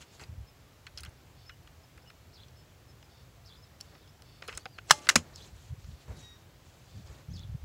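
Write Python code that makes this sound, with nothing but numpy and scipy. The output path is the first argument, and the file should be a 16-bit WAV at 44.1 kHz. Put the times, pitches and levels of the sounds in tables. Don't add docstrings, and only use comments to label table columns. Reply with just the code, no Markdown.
import sys
import numpy as np
from scipy import signal
from scipy.fft import rfft, irfft
from scipy.io import wavfile
from scipy.ndimage import uniform_filter1d

SR = 44100
rng = np.random.default_rng(int(sys.argv[2]) if len(sys.argv) > 2 else 0)


def magnitude_from_level(level_db):
    exponent = np.asarray(level_db, float) / 20
    return 10 ** exponent


def transcribe(u):
    v = np.clip(np.atleast_2d(u).T, -1, 1)
    q = np.round(v * 32767).astype(np.int16)
    wavfile.write(sys.argv[1], SR, q)


N = 337177


def evened(x):
    return x / np.sqrt(np.mean(x ** 2) + 1e-20)


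def read(points, hz):
    f, value = np.transpose(points)
    return np.interp(np.log(hz + 1), np.log(f + 1), value)


def add(mix, s, sound):
    part = mix[max(round(s * SR), 0):][:len(sound)]
    part += sound[:len(part)]


def pass_filter(x, order, hz, kind):
    return signal.sosfilt(signal.butter(order, hz, kind, fs=SR, output="sos"), x)


def swell(start, hold, db, rise_db_per_s, fall_db_per_s):
    t = np.arange(N) / SR - start
    return magnitude_from_level(db - rise_db_per_s * np.maximum(-t, 0) - fall_db_per_s * np.maximum(t - hold, 0))


def hiss(spectrum, patchy_db, size):
    frames, hz = 4 * N // size + 5, np.fft.rfftfreq(size, 1 / SR)
    a, b, patches = rng.standard_normal((frames, len(hz), 3)).T
    patches = uniform_filter1d(patches, size=9, axis=0)
    patches = evened(uniform_filter1d(patches, size=9, axis=1))
    z = (a + 1j * b) * magnitude_from_level(read(spectrum, hz)[:, None] + patchy_db * patches)
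    return evened(signal.istft(z, nperseg=size, noverlap=3 * size // 4)[1][:N])


def whistle(t, hz, db, waver=.01, smooth=150, flicker_db=1.5):
    shake = evened(uniform_filter1d(rng.standard_normal(len(t)), size=int(smooth)))
    phase = 2 * np.pi * np.cumsum(hz * (1 + waver * shake)) / SR
    return np.sqrt(2) * magnitude_from_level(db + flicker_db * shake[::-1]) * np.sin(phase)


# pitch in Hz, width in Hz (wider dies sooner), level in dB.
STOCK = [(475, 300, -18), (635, 200, -9), (950, 190, -9.5), (1323, 260, 2), (1555, 220, 2),
         (1928, 260, 0.5), (2126, 140, -2.5), (2358, 240, -1.5), (2642, 200, -4.5)]
# pitch in Hz, width in Hz, level in dB.
STEEL = [(2860, 140, -6), (3370, 200, -3.5), (4146, 350, -3), (4147, 240, 2), (4503, 300, -5),
         (5170, 180, -2.5), (6090, 1100, -1), (6100, 360, 2), (6900, 570, 5), (7180, 250, -2.5),
         (7400, 450, -1)]
# pitch in Hz, width in Hz, level in dB.
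EDGE = [(7770, 2300, 3.5), (8590, 990, 5), (9370, 570, 1), (10030, 700, 2), (11300, 910, -3.5),
        (13460, 700, -9), (13700, 1300, -11), (15310, 590, -10)]


def contact(stock_db, steel_db, edge_db, chatter_ms, bright_hz, favoured=(), focus=0.23, damping=1.1, steady=1.3):
    t = np.arange(2200) / SR
    fade = np.exp(-(1000 * t / max(chatter_ms, .2)) ** steady)
    impacts = rng.standard_normal(len(t)) * np.sqrt(fade)
    for _ in range(6):
        spread = rfft(impacts)
        impacts = irfft(spread / (abs(spread) + 1e-9))
        impacts *= np.sqrt(fade / (abs(uniform_filter1d(impacts ** 2, size=60)) + 1e-12))
    impacts[0] += 1.4 * abs(impacts).max()
    out = np.zeros(len(t))
    for db, family, brief in ((stock_db, STOCK, 0), (steel_db, STEEL, .4), (edge_db, EDGE, .9)):
        modes = family + (list(favoured) if family is STOCK else [])
        hz, width, mode_db = np.transpose(modes)[:, :, None].astype(float)
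        hz[:len(family)] *= 1 + 0.018 * rng.standard_normal((len(family), 1))
        if family is STEEL:
            mode_db = mode_db - np.minimum(6 * (np.log(hz / bright_hz) / focus) ** 2, 13)
        rank = np.argsort(np.argsort(hz, axis=0), axis=0)
        phase = 2 * np.pi * hz * t + np.pi * rank
        phase[len(family):] += np.pi / 2
        dying = np.exp(-np.pi * damping * width * t)
        crowded = dying + magnitude_from_level(2) * dying ** 4
        ring = (magnitude_from_level(mode_db) * crowded * np.sin(phase)).sum(0)
        ring *= 1 - np.exp(-t / 0.00018)
        ring = signal.fftconvolve(impacts * fade ** brief, ring)[:len(t)]
        out += magnitude_from_level(db) * ring / np.sqrt(np.mean(ring[:176] ** 2))
    return out


def touch(db, steel_db, sharp_db, chatter_ms, *favoured, **grip):
    steel = db + min(steel_db, 0)
    octaves = np.clip(steel_db, -10, 35) / 53.5 + (sharp_db + 5.5) / 56.5
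    bright_hz = 4480 * 2 ** octaves
    return contact(db - max(steel_db, 0), steel, steel + sharp_db, chatter_ms, bright_hz, *favoured, **grip)


# start in seconds, strength in dB, steel over stock in dB,
# edge over steel in dB, chatter in ms.
CLACKS = [
    (4.9077, -6.5, -5, -8.5, 5.6),
    (4.916, -29.5, 3, -5.5, 8.6),
    (5.0888, -13.5, -6, -7.5, 7),
    (5.0975, -21, -4, -8.5, 4.5),
    (5.1564, -14, -5, -7.5, 7.5),
]
# pitch in Hz, width in Hz, level over the stock notes in dB.
FAVOURED = [
    [(1290, 130, 3), (1450, 110, 1), (1710, 110, 3), (2500, 300, 1), (4180, 160, 2.5), (5700, 200, 4),
     (6150, 160, 7), (7660, 200, 6)],
    [(6500, 340, 2), (7720, 340, 3)],
    [(1250, 176, 7), (1560, 140, 10), (2092, 93, 5), (2800, 250, 6), (3510, 150, 3), (3770, 160, 1.5),
     (5700, 200, 6), (5860, 360, -4), (7600, 300, 4)],
    [(1550, 160, 4), (2080, 250, 6), (5110, 340, 2), (5800, 340, 1), (7500, 400, 2)],
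    [(583, 140, 0), (880, 200, 3), (1197, 200, 5.5), (1760, 150, 0), (2290, 200, 8), (2620, 180, 1.5),
     (4100, 250, 9), (6510, 230, 8), (7480, 300, 5)],
]


def clacks():
    out = np.zeros(N)
    for (s, *rest), favoured in zip(CLACKS, FAVOURED):
        add(out, s, touch(*rest, favoured, focus=0.79, damping=1.5, steady=3.4))
    return pass_filter(out, 3, 470, "high")


# start in seconds, peak in dB, pitch in Hz, seconds to fall 60 dB.
THUDS = [(4.909, -29.5, 127, 0.053), (5.159, -18.5, 230, 0.087), (5.159, -27.5, 163, 0.16),
         (5.159, -35.5, 85.7, 0.25), (4.912, -34.5, 163, .09), (4.485, -32, 480, 0.024),
         (4.657, -35.5, 770, 0.044), (4.659, -39, 490, .03), (3.027, -47, 850, 0.025)]
# peak in dB, pitch in Hz, seconds to fall 60 dB.
BARREL = [(-45, 594, .45), (-41, 856, .35), (-47, 1168, .55), (-52, 1647, .3), (-49, 2089, .4),
          (-51, 2789, .15)]


def thuds():
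    out, t = np.zeros(N), np.arange(9000) / SR
    for s, db, hz, t60 in [(CLACKS[0][0], *mode) for mode in BARREL] + THUDS:
        gain = magnitude_from_level(db - 60 * t / t60) * (1 - np.exp(-t / .002))
        add(out, s, gain * whistle(t, hz, -4, waver=.002, smooth=550, flicker_db=2.2))
    return out


# start in seconds, strength in dB,
# steel over stock in dB, edge over steel in dB, chatter in ms.
CYCLING = [(3.95, -62, 0, -19, 6.5), (4.075, -61, 19, -25, 5.4), (4.221, -54, 6, -8, 1.5),
           (4.4224, -44, -3, -23, 2.9), (4.4783, -47.5, 9, -3, 3.8), (4.482, -41, -4, -17, 12),
           (4.4918, -40, -40, -10, 1.6), (4.517, -57, -17, -14, 5.4), (4.5262, -51, 1, -34, 4.5),
           (4.5498, -51, 9, -10, 4.4), (4.574, -42, 4, -3, 4), (4.6558, -39.5, -4, -24, 1.65),
           (4.6605, -42.5, -10, -19, 3.3), (4.781, -55.5, -5, -22, 0.79), (4.7847, -40.5, -7.5, -23, 3.7),
           (4.8972, -38.5, 0.5, -14, 6), (5.0694, -39, -4.5, -20.5, 3.5), (5.359, -44, 36.5, -17, .9),
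           (5.844, -61, -1, -13.5, 2), (7.0728, -58, 15, -17, 2.3), (7.363, -56.5, 24, -20, 7.1),
           (7.384, -62, 21, -22, 2), (7.3936, -53, 24, -24, 1)]


def bolt_ticks():
    out = np.zeros(N)
    for s, *rest in CYCLING:
        add(out, s, touch(*rest, focus=.45, damping=1.6, steady=1.6))
    return out


# start in seconds, strength in dB,
# steel over stock in dB, edge over steel in dB, chatter in ms.
LOADING = [(0.013, -62, 14, -10, 5), (0.023, -55, -1, -23, 5.1), (0.195, -53.5, -2, -10, 10),
           (0.212, -56, 5, -8, 5.4), (0.2362, -52, 6, -12, 4), (0.867, -46, -2, -16, 3.7),
           (0.9748, -40.5, 14, -16, 2.3), (0.982, -43.5, 18, -19, 1.3), (0.986, -49.5, 5, -8, 3),
           (0.9962, -52, 5, -20, 4.4), (1.005, -52.5, 16, 2.5, 4.8), (1.0336, -47, 2, -4, 4.4),
           (1.0495, -49, -2, -4, 2.7), (1.0585, -51, 4, -38, 6.9), (1.0922, -71, 2, 7, 3.6),
           (1.494, -46.5, -6.5, -20, 4.2), (1.6742, -55.5, 2, -48, 1.2), (1.976, -57, -9, 0, 2.6),
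           (2.101, -51.5, -6.5, -10, 3.6), (2.483, -62, 5, -15, 4), (3.027, -57.5, 1, -35, 1.3),
           (3.804, -53, 5, -11, 2.5), (3.81, -43, 20, -8, 1.04)]


def loading_ticks():
    out = np.zeros(N)
    for s, *rest in LOADING:
        add(out, s, touch(*rest, focus=.2, damping=1.5, steady=1.1))
    return pass_filter(out, 4, 1040, "high")


# pitch in Hz, seconds to fall 60 dB.
BENCH = [(300, 0.28), (1000, 0.062), (3000, 0.088), (7000, 0.14), (10000, 0.086), (16000, 0.033)]


def bench(x, start_s=0.0076):
    taps = np.zeros(SR // 2)
    at = np.arange(0, len(taps) - 20, 20)
    taps[at + rng.integers(0, 20, len(at))] = rng.choice([-1., 1.], len(at))
    hz, t, z = signal.stft(taps, SR, nperseg=256)
    tail = signal.istft(z * magnitude_from_level(-60 * t / read(BENCH, hz)[:, None]), SR, nperseg=256)[1]
    tail = np.r_[np.zeros(round(start_s * SR)), tail / np.linalg.norm(tail)]
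    return signal.fftconvolve(x, tail)[:N]


# start in seconds, peak in dB, pitch in Hz, seconds to fall 60 dB.
TINGS = [(.198, -50, 4800, .04), (.2125, -49, 7450, .035), (.2375, -50, 4800, .035), (.02, -54, 3100, .04),
         (.9755, -42, 5250, .035), (2.4835, -55, 5900, .02), (3.8102, -35, 4500, .016),
         (3.8105, -45, 5450, .04), (3.8102, -39, 7100, .014), (6.185, -56, 5900, .04),
         (6.205, -57, 5800, .03), (4.5505, -47, 8000, .02), (4.5745, -30, 7600, .016),
         (4.5748, -30, 8800, .016), (4.5755, -31, 6600, .018), (4.527, -50, 3100, .03),
         (5.0715, -42, 2700, .025), (4.2215, -52, 5000, .01)]


def tings():
    out, t = np.zeros(N), np.arange(3000) / SR
    for s, db, hz, t60 in TINGS:
        gain = magnitude_from_level(db - 60 * t / t60) * (1 - np.exp(-t / .0004))
        add(out, s, gain * np.sin(2 * np.pi * hz * t))
    return out


def brief_ring(family):
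    t, ring = np.arange(400) / SR, 0
    for k, (hz, width, db) in enumerate(family):
        ring = ring + (-1) ** k * magnitude_from_level(db) * np.exp(-np.pi * 2.5 * width * t) * np.sin(2 * np.pi * hz * t)
    return evened(ring)


# start in seconds, hold in seconds, strength in dB, steel over stock in dB.
SCRAPES = [(.006, 0.022, -55.5, 4), (0.193, 0.042, -56.5, -5), (4.43, 0.016, -56.5, -11),
           (4.495, .045, -54, -7), (4.553, .035, -59, 4), (4.917, 0.0074, -41.5, 14),
           (4.932, 0.0072, -47, 9.5), (4.954, 0.03, -53, 13.5), (5.015, .045, -57.5, 8),
           (5.104, 0.0087, -38.5, -2), (5.161, .009, -33.5, 1), (5.172, 0.0082, -51, 6)]


def scrapes():
    out, t = np.zeros(N), np.arange(6000) / SR
    stock, steel = brief_ring(STOCK[2:]), brief_ring(STEEL + EDGE[:4])
    for s, hold, db, steel_db in SCRAPES:
        hit, size, sign = rng.random((len(t), 3)).T
        grit = (hit < 5000 / SR) * magnitude_from_level(-3 * np.log(size + 1e-3)) * np.sign(sign - .5)
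        ring = magnitude_from_level(-max(steel_db, 0)) * stock + magnitude_from_level(min(steel_db, 0)) * steel
        sound = evened(signal.fftconvolve(grit, ring)[:len(t)])
        gain = np.minimum(t / .003, 1) * magnitude_from_level(db - 700 * np.maximum(t - hold, 0))
        add(out, s, sound * gain)
    return pass_filter(out, 4, 11000, "low")


# start in seconds, hold in seconds, strength in dB, bright hiss over dull rub in dB.
RUBS = [(0.004, 0.023, -57, -4), (0.13, 0.026, -57.5, -1), (0.214, 0.011, -47.5, -13),
        (0.966, 0.033, -61, -6), (1.067, 0.072, -60, -16), (1.22, 0.067, -65, -8), (3.814, 0.05, -59.5, -5),
        (3.928, 0.041, -54.5, -24), (4.438, 0.0071, -53, -8), (4.5, 0.1, -54, -7.5), (4.9, 0.028, -43, -2),
        (4.95, 0.13, -51.5, -7), (5.087, 0.046, -44.5, -16), (5.165, 0.021, -45.5, -14),
        (5.232, 0.11, -54.5, -12), (5.377, 0.1, -56.5, 0.5), (5.551, 0.14, -62.5, 1),
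        (5.798, 0.13, -64, 14), (6.004, 0.018, -60.5, 4), (6.088, 0.037, -48.5, -15.5),
        (6.173, 0.061, -55.5, 3), (6.272, 0.15, -66.5, -2.5), (6.65, 0.37, -64, -1.5),
        (7.07, 0.13, -54, -8.5), (7.347, 0.04, -68.5, 18)]
# pitch in Hz, level in dB.
DULL = [(120, -30), (220, 6), (500, 2.5), (1000, -3), (1600, -5.5), (2500, -9.5), (3500, -33)]
# pitch in Hz, level in dB.
BRIGHT = [(1500, -24), (2600, 0), (4500, 1.5), (5200, -2), (6200, 0.5), (7600, -0.5), (8600, -8),
          (11000, -13.5), (15500, -27)]


def rubs():
    out, dull, bright = np.zeros(N), hiss(DULL, 2.2, size=256), hiss(BRIGHT, 2.6, size=256)
    for s, hold, db, bright_db in RUBS:
        rub = magnitude_from_level(-max(bright_db, 0) - 6.5) * dull + magnitude_from_level(min(bright_db, 0) - 3.5) * bright
        out += rub * swell(s, hold, db, rise_db_per_s=599, fall_db_per_s=304.5)
    return out


# multiple of the main pitch, level in dB.
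SQUEAK_PARTIALS = [
    (.5, -10),
    (1, 1.5),
    (1.5, -10),
]


def squeak():
    t, start_s, note = np.arange(N) / SR, 6.245, 0
    hz = 3800 - 330 * (t - start_s)
    for multiple, db in SQUEAK_PARTIALS:
        note = note + whistle(t, multiple * hz, db, waver=.0008, smooth=600, flicker_db=1.5)
    stop = 1 - 0.69 * np.clip((t - 6.366) / .008, 0, 1)
    return note * stop * swell(start_s, hold=0.05, db=-59, rise_db_per_s=181, fall_db_per_s=89.5)


# start in seconds, hold in seconds, strength in dB.
GUSTS = [(0.218, 0.013, -52), (0.295, 0.11, -53), (0.93, 0.014, -62), (1.009, 0.083, -59),
         (4.53, 0.04, -56), (5.254, 0.24, -57), (5.526, 0.052, -53), (5.702, 0.026, -50),
         (5.788, .012, -58), (5.851, 0.078, -51), (6.089, 0.05, -46), (6.18, 0.046, -55),
         (6.342, 0.022, -60), (6.948, 0.045, -43), (7.089, 0.018, -58), (7.301, 0.06, -43),
         (7.389, .1, -48), (7.52, 0.02, -46), (7.634, .03, -50)]
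# pitch in Hz, level in dB per Hz.
BUFFET = [(12, -51), (20, -9), (40, -25), (59, 7.5), (114, 1.5), (195, -7.5), (288, -22.5), (425, -41),
          (500, -75), (650, -75), (1100, -120)]


def wind():
    lumps = hiss(BUFFET, 3.9, size=2048)
    power = uniform_filter1d(uniform_filter1d(lumps ** 2, size=1200), size=1200)
    lumps = lumps / np.sqrt(abs(power) + .05)
    return lumps * sum(swell(*gust, rise_db_per_s=501, fall_db_per_s=358) for gust in GUSTS)


# middle in seconds, peak in dB, pitch in Hz.
EDDIES = [(.297, -37, 90), (.325, -35.5, 90), (.36, -41, 90), (.385, -35.5, 75), (.41, -35, 90),
          (.43, -42, 70), (.95, -46, 70), (1.012, -42, 70), (1.038, -40, 75), (1.082, -41, 85),
          (4.552, -42, 60), (5.53, -42, 80), (5.708, -35, 90), (5.73, -31, 105), (5.785, -41, 100),
          (5.848, -39, 70), (5.89, -36, 110), (5.935, -38, 70), (6.105, -35, 80), (7.05, -42, 80),
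          (7.105, -40, 70), (7.289, -32, 110), (7.318, -30.5, 120), (7.36, -35, 80), (7.393, -37, 80),
          (7.45, -39, 110), (7.497, -32, 100), (7.525, -34, 80), (7.551, -27, 125), (7.632, -35, 70)]


def eddies():
    out, t = np.zeros(N), np.arange(-1500, 1500) / SR
    for (s, db, hz), turn in zip(EDDIES, rng.random(len(EDDIES))):
        bump = magnitude_from_level(db) * np.exp(-(t * hz / .75) ** 2)
        add(out, s + t[0], bump * np.cos(2 * np.pi * (hz * t + turn)))
    return out


# start in seconds, level in dB.
CHIRPS = [(2.318, -58), (3.44, -58.5), (5.329, -55.5), (7.318, -55.5)]
# delay in seconds, rise in seconds, fall in seconds, top pitch in Hz, level in dB.
SYLLABLES = [
    (0.001, .02, .045, 5410, -5),
    (.058, .015, .006, 3620, -8),
    (.077, .027, 0.018, 4350, -1),
]


def warbles():
    out, low_hz = np.zeros(N), 3120
    top_loss_db, second_voice_db = (-1, 0, -10.5), (-3, -20, -7)
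    for start, call_db in CHIRPS:
        for (offset, rise, fall, top_hz, db), loss_db, upper_db in zip(SYLLABLES, top_loss_db, second_voice_db):
            t = np.arange(0, rise + fall, 1 / SR)
            arch = np.interp(t, [0, rise, rise + fall], [0, 1, 0])
            arch = np.where(t < rise, arch, arch ** 0.89)
            soft_start_db = 16 * np.maximum(1 - t / SYLLABLES[0][1] - offset * 20, 0)
            level_db = call_db + db + loss_db * arch - soft_start_db
            span_hz = top_hz - low_hz
            call = whistle(t, low_hz + span_hz * arch, level_db, waver=0.0248, smooth=67, flicker_db=4.5)
            upper_hz = top_hz * 1.03 - span_hz * 0.56 * (1 - arch)
            upper = whistle(t, upper_hz, level_db + upper_db, waver=0.038, smooth=54, flicker_db=3.0)
            call += (t > rise) * upper
            add(out, start + offset, call * signal.windows.tukey(len(t), .2))
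    return out


# start in seconds, length in seconds, level in dB.
PIPS = [(0.465, 0.04, -66.5), (1.456, 0.045, -61.5), (1.833, 0.019, -65.5), (2.018, .021, -72),
        (2.072, 0.035, -67), (2.554, 0.078, -72), (2.878, .045, -67.5), (3.622, 0.026, -65),
        (4.08, .025, -70), (4.534, .044, -65)]
# start in seconds, length in seconds, first pitch in Hz, last pitch in Hz, level in dB.
GLIDES = [(1.504, 0.038, 2940, 2930, -67.5), (2.054, 0.057, 2870, 3000, -68),
          (3.62, 0.062, 4300, 3440, -74), (4.009, 0.068, 4110, 2860, -72), (4.437, 0.052, 4296, 4220, -69),
          (3.566, .027, 4600, 5300, -69), (3.022, 0.039, 4800, 5340, -72), (4.59, 0.039, 4300, 4700, -69),
          (4.676, 0.058, 4560, 5050, -71), (4.721, 0.056, 5080, 3840, -69), (6.9, 0.12, 3600, 3520, -77),
          (7.298, 0.032, 3000, 3620, -74.5), (7.299, 0.034, 5640, 7090, -69)]


def pips_and_glides():
    out, pip_hz = np.zeros(N), 5230
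    pips = [(s, length, pip_hz, pip_hz, db) for s, length, db in PIPS]
    for start, length, start_hz, end_hz, db in GLIDES + pips:
        t = np.arange(0, length, 1 / SR)
        note = whistle(t, np.linspace(start_hz, end_hz, len(t)), db, waver=0.0027, flicker_db=3.5)
        add(out, start, note * signal.windows.tukey(len(t), .4))
    return out


def birds():
    calls, t = warbles() + pips_and_glides(), np.arange(6000) / SR
    trees = rng.standard_normal(len(t)) * magnitude_from_level(-60 * t / .18)
    trees[round(.011 * SR)] += 16
    return calls + magnitude_from_level(-4.0) * signal.fftconvolve(calls, trees / np.linalg.norm(trees))[:N]


# start in seconds, length in seconds, level in dB.
BUZZES = [(0.046, 0.23, -69), (1.358, .12, -67.5), (2.547, 0.098, -75), (3.081, 0.17, -68),
          (3.848, 0.2, -69.5), (4.232, 0.19, -67), (5.88, 0.17, -72), (6.859, .17, -69.5)]
# pitch in Hz, width in Hz, level in dB.
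BUZZ = [(2750, 350, -8), (3550, 330, -2), (4500, 480, 0), (5300, 260, -4)]


def buzzes():
    out, hz = np.zeros(N), np.fft.rfftfreq(16384, 1 / SR)
    bands = sum(magnitude_from_level(db) / (1 + (2 * (hz - centre_hz) / width) ** 2) for centre_hz, width, db in BUZZ)
    for start, length, db in BUZZES:
        t = np.arange(0, length, 1 / SR)
        rasp = evened(irfft(bands * rfft(rng.standard_normal(16384))))[:len(t)]
        throb = magnitude_from_level(db + 1.6 * np.sin(2 * np.pi * 33 * t))
        add(out, start, throb * rasp * signal.windows.tukey(len(t), .3))
    return out


# pitch in Hz, level in dB per Hz.
AIR = [(25, -18), (45, 8), (75, 17.5), (135, 13), (190, 2), (300, 0.5), (700, -2.5), (1000, -5.5),
       (2400, -9.5), (5000, -13), (7800, -16), (8500, -21.5), (15500, -19.5), (16500, -21)]


def air():
    return magnitude_from_level(-56.5) * hiss(AIR, .9, size=2048)


def scene():
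    rifle = clacks() + thuds() + bolt_ticks() + loading_ticks()
    mix = rifle + magnitude_from_level(-24.0) * bench(rifle) + tings() + scrapes()
    mix += rubs() + squeak()
    mix += wind() + eddies()
    mix += birds() + buzzes() + air()
    return mix[None]


def roll_off(x):
    return signal.sosfilt(signal.butter(12, 16840, fs=SR, output="sos"), x)


def record(dry):
    thin = pass_filter(dry, 4, 38, "high")
    ceiling = .72
    flattened = thin / (1 + abs(thin / ceiling) ** 4) ** .25
    treble_limit = signal.firwin(255, 15850, window=("kaiser", 6), fs=SR)
    limited = signal.oaconvolve(flattened, treble_limit[None], "same")
    return roll_off(limited)


dry = scene()
out = record(dry)
transcribe(out)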